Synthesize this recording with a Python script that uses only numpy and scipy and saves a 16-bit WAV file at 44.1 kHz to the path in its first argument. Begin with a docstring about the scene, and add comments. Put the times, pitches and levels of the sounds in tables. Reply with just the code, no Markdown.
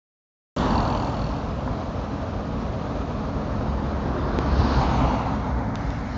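"""Kerbside on a city avenue, with a phone as the microphone and distant traffic rumbling behind.
A small van drives off about 2 m away, exhaust droning and valves ticking; then a car comes up,
passes some 12 m out and recedes. Tyres roar and hiss on coarse asphalt, their tread noise sinking
by the Doppler effect, with a few small clicks and thumps. Near the end a finger shades the
microphone port, hollowing the sound, and taps and rubs on the case."""
import sys
import numpy as np
from scipy import signal
from scipy.fft import rfft, irfft, next_fast_len
from scipy.io import wavfile
from scipy.ndimage import uniform_filter1d, map_coordinates

SR = 44100
rng = np.random.default_rng(int(sys.argv[2]) if len(sys.argv) > 2 else 0)


def generate_wav(sig):
    """Save sig (samples, or channels by samples) to the path in sys.argv[1] as 16-bit PCM at SR."""
    pcm = np.round(np.clip(np.atleast_2d(sig).T, -1, 1) * 32767).astype(np.int16)
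    wavfile.write(sys.argv[1], SR, pcm)


N = 272097


def amp(db):
    """Decibels to gain."""
    return 10 ** (np.asarray(db) / 20)


def unit(x):
    """Scale to rms 1."""
    return x / np.sqrt(np.mean(x ** 2) + 1e-20)


def clock():
    """The time of each sample in seconds."""
    return np.arange(N) / SR


def fader(points):
    """Gain at each sample from (t/s, level/dB) points."""
    return amp(np.interp(clock(), *np.transpose(points)))


def wobble(rate):
    """A smooth random curve, rate knots a second."""
    return map_coordinates(rng.standard_normal(int(N * rate / SR) + 4), [clock() * rate])


def filtered(x, response):
    """x through a filter given as gain against frequency."""
    size = next_fast_len(N + SR // 2)
    return irfft(rfft(x, size) * response(np.fft.rfftfreq(size, 1 / SR)), size)[:N]


def coloured(x, points):
    """x through (f/Hz, level/dB) points on a log frequency axis."""
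    hz, db = np.transpose(points)
    return filtered(x, lambda f: amp(np.interp(np.log(f + 1), np.log(hz), db)))


def rush(spectrum, patchy_db):
    """Coloured noise of rms 1, with patches of random gain in time and frequency."""
    cells = signal.stft(rng.standard_normal(N), nperseg=512)[2]
    patches = uniform_filter1d(rng.standard_normal(cells.shape), size=5, axis=0)
    patches = unit(uniform_filter1d(patches, size=12, axis=1))
    noise = signal.istft(cells * amp(patchy_db * patches), nperseg=512)[1][:N]
    return unit(coloured(noise, spectrum))


def gliding_band(centre_hz, half_width_hz):
    """Noise of rms 1 in a band that follows a moving centre."""
    phase = 2 * np.pi * np.cumsum(centre_hz) / SR
    skirt = lambda f: 1 / (1 + (f / half_width_hz) ** 2) ** 2 + 1 / (1 + (f / half_width_hz) ** 4)
    flutter = lambda: filtered(rng.standard_normal(N), skirt)
    return unit(flutter() * np.cos(phase) + flutter() * np.sin(phase))


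def drone(turns, orders, waver_db, drift_rad):
    """Engine orders, each wavering in size and phase as the path over the road changes."""
    return unit(sum(amp(db + waver_db * wobble(7)) * np.sin(2 * np.pi * k * turns + drift_rad * wobble(6))
                    for k, db in orders))


def place(abreast_s, span_s):
    """Position along the road in kerb distances (closest range to the mic); negative on approach."""
    return (clock() - abreast_s) / span_s


def nearness(position):
    """Closest distance to the mic over present distance."""
    return 1 / np.hypot(1, position)


def doppler(position, m_per_s):
    """Pitch at the mic over pitch at the vehicle, with sound travelling at 343 m/s."""
    return 1 / (1 + m_per_s * position * nearness(position) / 343)


def distant_engine(hz=108, db=-33):
    """Somewhere off in the traffic, another engine hums up briefly near the end."""
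    tone = np.sqrt(2) * np.sin(2 * np.pi * hz * clock() + 0.5 * wobble(7.9))
    return amp(db) * nearness(place(abreast_s=5.78, span_s=0.24)) ** 3 * tone


# The van, then the car, passing the mic:
# abreast t/s, time to cover one kerb distance/s, roar level/dB, hiss level/dB, boom level/dB,
# tyre cavity level/dB
PASSES = [(0.749, 0.31, -26.8, -46, -28, -25.5), (4.862, 0.56, -27, -42, -29.5, -31)]


def swell(far_db, peaks_db, falloff, lead):
    """Gain of far traffic plus each pass; beamed sound falls off faster, forward sound leads."""
    power = amp(far_db) ** 2
    for (abreast_s, span_s, *_), db in zip(PASSES, peaks_db):
        power += (amp(db) * nearness(place(abreast_s, span_s) + lead) ** falloff) ** 2
    return np.sqrt(power)


def aspect(near_weight, turn, lead):
    """Power shares of tyres heard from afar, from the front and from behind."""
    front, rear = np.zeros(N), np.zeros(N)
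    for abreast_s, span_s, *_ in PASSES:
        position = place(abreast_s, span_s) + lead
        near = near_weight * nearness(position) ** 4.05
        behind = (1 + np.tanh(turn * position)) / 2
        front += near * (1 - behind)
        rear += near * behind
    return np.array([np.ones(N), front, rear]) / (1 + front + rear)


# Spectra of exhaust boom and of the air cavity in the tyres: f/Hz, level/dB
BOOM = [(18, -34), (28, -18.5), (44, 4.5), (60, 8), (76, -1.5), (108, 3), (145, 0.5), (170, -2.5),
        (200, -11), (300, -58)]
CAVITY = [(120, -39.5), (185, -9), (215, 3.5), (250, 4), (285, 4), (340, -11), (480, -57)]


def rumble():
    """Exhausts boom and hollow tyres drone: steady in the distance, swelling with each pass."""
    *_, boom_db, cavity_db = np.transpose(PASSES)
    boom = swell(far_db=-31, peaks_db=boom_db, falloff=1.6, lead=0.2)
    cavity = swell(far_db=-35, peaks_db=cavity_db, falloff=2.5, lead=-0.027)
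    return boom * rush(BOOM, patchy_db=1.04) + cavity * rush(CAVITY, patchy_db=0.65)


# Spectra of tyre roar and hiss, far off, facing the mic and going away: f/Hz, level/dB
ROAR_FAR = [(200, -25.5), (350, -2), (470, 0.5), (600, 2), (820, -2.5), (1250, -6), (1500, -12.5),
            (1800, -17.5), (2400, -23.5), (3500, -55.5)]
ROAR_FRONT = [(200, -23), (350, 5.5), (480, 1), (750, -1.5), (1020, 2), (1300, -2), (1650, -6.5),
              (1950, -14.5), (2500, -23.5), (3500, -54.5)]
ROAR_REAR = [(200, -32), (370, -6.5), (500, -3.5), (620, -1), (800, 5), (980, 2.5), (1250, -3),
             (1500, -10.5), (1850, -21), (2300, -27), (3500, -46)]
HISS_FAR = [(1500, -32), (2400, 1), (3200, -1), (4000, -1), (5000, -5.5), (6500, -10), (7100, -17),
            (7600, -36.5)]
HISS_FRONT = [(1500, -30.5), (2500, 2), (3200, 3.5), (3900, 5), (4700, 3.5), (5400, -4), (6500, -11.5),
              (7200, -23.5), (7700, -30.5)]
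HISS_REAR = [(1500, -32.5), (2300, 0), (2800, 3), (3600, 2), (4200, 1.5), (5200, -8.5), (6300, -3.5),
             (7300, -18.5), (7900, -24.5)]


def tyres():
    """Tread on coarse asphalt roars and hisses, darkening as each vehicle shows the mic its rear."""
    _, _, roar_db, hiss_db, *_ = np.transpose(PASSES)
    far, front, rear = np.sqrt(aspect(near_weight=3.5, turn=3.1, lead=0.11))
    roar = far * rush(ROAR_FAR, 0.4) + front * rush(ROAR_FRONT, 0.9) + rear * rush(ROAR_REAR, 0.9)
    hiss = far * rush(HISS_FAR, -0.6) + front * rush(HISS_FRONT, 3.0) + rear * rush(HISS_REAR, 3.0)
    roar *= swell(far_db=-34, peaks_db=roar_db, falloff=1.86, lead=-0.03)
    hiss *= swell(far_db=-52, peaks_db=hiss_db, falloff=3.67, lead=0.12) * amp(0.5 * wobble(3))
    # uneven asphalt shakes roar and hiss together
    return amp(0.62 * wobble(45)) * (roar + hiss)


# Short knocks and clicks in the road noise:
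# t/s, peak level/dB, centre f/Hz, width/centre, softness corner f/Hz, rattle share, t60/s
CLICKS = [(1.4338, -23, 650, 0.8, 1500, 0.04, 0.012), (1.6765, -21.5, 1050, 0.54, 1300, 0.14, 0.06),
          (3.6107, -23, 500, 0.8, 1500, 0.04, 0.012), (3.66, -21, 650, 0.52, 1500, 0.05, 0.013),
          (4.3886, -11, 560, 0.7, 6500, 0.05, 0.02), (5.4474, -22, 970, 0.65, 1600, 0.05, 0.012)]


def clicks():
    """Short soft knocks and clicks, one of them sharp: each a push with a brief rattle after it."""
    out = np.zeros(N)
    for s, db, hz, width, soft_hz, rattle, t60 in CLICKS:
        age = clock() - s
        blow = (age >= 0) * amp(-60 * np.abs(age) / t60) * rattle * rng.standard_normal(N)
        blow[round(s * SR)] += 1
        resonance = lambda f: 1j * f * hz * width / (hz * hz - f * f + 1j * f * hz * width)
        # a softer click has less treble
        click = filtered(blow, lambda f: resonance(f) / (1 + (f / soft_hz) ** 4))
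        out += amp(db) * click / np.abs(click).max()
    return out


# Low thumps heard at the kerb: t/s, envelope level/dB, f/Hz, half length/s
THUMPS = [(4.3888, -13.5, 270, 0.0019), (4.532, -19, 69.8, 0.012), (4.605, -13.5, 79.5, 0.017),
          (4.789, -18.5, 130, 0.026), (5.139, -24.5, 255, 0.021), (5.551, -19.5, 60, 0.027)]


def thumps():
    """Low thumps, a few cycles each: one under the sharp click, several as the car passes, one after."""
    out = np.zeros(N)
    for s, db, hz, half_length in THUMPS:
        age = clock() - s
        out -= amp(db) * np.exp(-(age / half_length) ** 2) * np.sin(2 * np.pi * hz * age)
    return out


# Taps on the phone, right at the mic: t/s, peak level/dB
TAPS = [(5.7564, -17), (5.905, -25.5)]
# Modes of its case: f/Hz, level/dB, t60/s
CASE_MODES = [(2150, -3, 0.0054), (2950, -4, 0.005), (3680, -1, 0.0085), (4450, -5, 0.005),
              (5200, -8, 0.004), (6100, -6, 0.0037)]
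# Spectrum of skin rubbing on the case: f/Hz, level/dB
RUB = [(1500, -30), (2500, 4), (3900, 0.5), (6000, -3.5), (7500, -14)]


def finger(touch_s=5.756, rub_db=-52):
    """Handling noise: each tap rings the case, and skin rubs faintly once it has touched."""
    taps = np.zeros(N)
    for s, db in TAPS:
        age = np.maximum(clock() - s, 0)
        ring = sum(amp(level - 60 * age / t60) * np.sin(2 * np.pi * hz * age)
                   for hz, level, t60 in CASE_MODES)
        taps += amp(db) * ring / np.abs(ring).max()
    return taps + amp(rub_db) * (clock() >= touch_s) * rush(RUB, patchy_db=3.0)


# Modes of the van's valve: f/Hz, level/dB, t60/s
VALVE_MODES = [(2750, -11, 0.044), (3960, -10, 0.023), (4444, -1, 0.023), (4640, -10.5, 0.015)]
# Spectrum of its crack and clatter: f/Hz, level/dB
CLATTER = [(1800, -30.5), (2300, -4), (2800, 6), (3500, -1.5), (4400, -1.5), (5000, -6.5), (5700, -6),
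           (7400, -11.5), (7800, -14.5)]
# Ticks at the kerb, strongest as the engine bay goes by: t/s, level/dB
TICK_LEVEL = [(0.56, -46), (0.72, -49), (0.77, -42), (0.86, -45.5), (0.92, -49), (1.04, -48.5), (1.16, -54),
              (1.22, -49.5), (1.45, -63), (2.6, -80)]


def valves(turns, crank_hz, position, shift):
    """Once a crank turn a valve strikes: a dry crack, a short ring and a puff of clatter."""
    crack_db, crack_t60 = -8, 0.018
    clatter_db, clatter_t60 = -47.5, 0.31
    age = turns % 1 / crank_hz
    stroke = np.floor(turns - np.floor(turns[0])).astype(int)
    per_tick = lambda: rng.standard_normal(size=400)[stroke]
    ring = np.zeros(N)
    for hz, db, t60 in VALVE_MODES:
        # every tick strikes each mode a little differently
        cycles = hz * shift * (1 + 0.0055 * per_tick()) * age + per_tick()
        ring += amp(db + 1.3 * per_tick() - 60 * age / t60) * np.sin(2 * np.pi * cycles)
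    ring = unit(ring * (1 - np.exp(-age / 0.0006)))
    crack = unit(amp(per_tick() - 60 * age / crack_t60) * rush(CLATTER, patchy_db=0.5))
    ticks = unit(amp(1.7 * per_tick()) * (ring + amp(crack_db) * crack))
    clatter = unit(amp(-60 * age / clatter_t60) * rush(CLATTER, patchy_db=3.0))
    clatter *= nearness(position - 0.28)  # loudest just past the mic
    return fader(TICK_LEVEL) * ticks + amp(clatter_db) * clatter


# Spectrum of the van's engine bay, heard from the front: f/Hz, level/dB
RASP = [(2000, -27), (2550, -6.5), (2900, 2), (3400, 4.5), (4000, -8.5), (5000, -9.5), (5800, -4.5),
        (7000, -10.5), (7700, -12)]
# Its exhaust orders: multiple of the crank rate, level/dB
VAN_ORDERS = [(2, 0), (3, -1.5), (4, 2.5), (5, 1.5), (6, -10), (7, -6.5)]
# Its drone at the kerb: t/s, level/dB
VAN_DRONE = [(0.56, -34), (1.5, -35.5), (4.4, -33), (6.17, -37.5)]


def van(m_per_s=6.9, abreast_crank_hz=41.05, rise_hz_per_s=0.22):
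    """Close to the mic, a van pulls away: valves tick, engine bay rasps, tread sings, exhaust drones."""
    abreast_s, span_s, *_ = PASSES[0]
    position = place(abreast_s, span_s)
    shift = doppler(position, m_per_s)
    crank_hz = abreast_crank_hz + rise_hz_per_s * (clock() - abreast_s)
    turns = np.cumsum(crank_hz) / SR
    turns -= np.interp(0.7792, clock(), turns)  # a valve strikes at this time
    ticking = valves(turns, crank_hz, position, shift)
    rasp = amp(-39.5) * nearness(position + 0.79) ** 7 * rush(RASP, patchy_db=0.5)
    tread = amp(-31) * nearness(position) ** 6 * gliding_band(centre_hz=960 * shift, half_width_hz=170)
    exhaust = fader(VAN_DRONE) * drone(turns, VAN_ORDERS, waver_db=1.5, drift_rad=0.78)
    return ticking + rasp + tread + exhaust


# The car's engine orders: multiple of the firing rate, level/dB
CAR_ORDERS = [(1, 3.5), (2, -3.5), (3, -8), (4, -12), (5, -12)]
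# Its hum at the kerb, holding through the pass until the body hides it: t/s, level/dB
CAR_HUM = [(0.56, -52), (3.3, -39), (3.75, -30.5), (4.3, -29), (4.6, -26), (5.12, -25.5), (5.3, -32.5),
           (6.17, -41.5)]
# Its tread bands: abreast f/Hz, half width/Hz, level/dB, loudest position/kerb distances, beam sharpness
CAR_TREAD = [(920, 330, -33.5, 0.36, 8.1), (2208, 400, -44.5, 0.21, 9.4), (2815, 250, -48.5, 0.47, 12),
             (4385, 1200, -43.5, -0.32, 22), (4380, 260, -59, 0.58, 11)]


def car(m_per_s=21, firing_hz=65.6):
    """Farther out, a car passes: hum and tread swell and sink in pitch, a high swish before the roar."""
    abreast_s, span_s, *_ = PASSES[1]
    position = place(abreast_s, span_s)
    shift = doppler(position, m_per_s)
    firings = np.cumsum(firing_hz * shift) / SR
    hum = fader(CAR_HUM) * drone(firings, CAR_ORDERS, waver_db=1.1, drift_rad=0.093)
    tread = sum(amp(db) * nearness(position - loudest) ** beam * gliding_band(hz * shift, half_width)
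                for hz, half_width, db, loudest, beam in CAR_TREAD)
    return hum + tread


def scene():
    """Everything that reaches the kerb, in mono."""
    return (rumble() + tyres() + van() + car() + distant_engine() + thumps() + clicks())[None]


# Response of the gap between finger and microphone port: f/Hz, level/dB
FINGER_GAP = [(120, 1), (250, 1), (420, -7.5), (850, -1), (1150, -4), (1450, 1.5), (1800, 5), (2250, 6.5),
              (2650, -18), (3800, -4.5), (7000, -2)]


def record(dry):
    """The phone's mic opens abruptly, is shaded and handled by a finger, and loses the top treble."""
    start_s, top_hz = 0.564, 7500
    shade_from_s, shade_takes_s = 5.03, 0.99
    shade = np.clip((clock() - shade_from_s) / shade_takes_s, 0, 1)
    sound = (1 - shade) * dry[0] + shade * coloured(dry[0], FINGER_GAP) + finger()
    sound *= clock() >= start_s
    return filtered(sound, lambda f: 1 / (1 + (f / top_hz) ** 80))[None]


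dry = scene()
out = record(dry)
generate_wav(out)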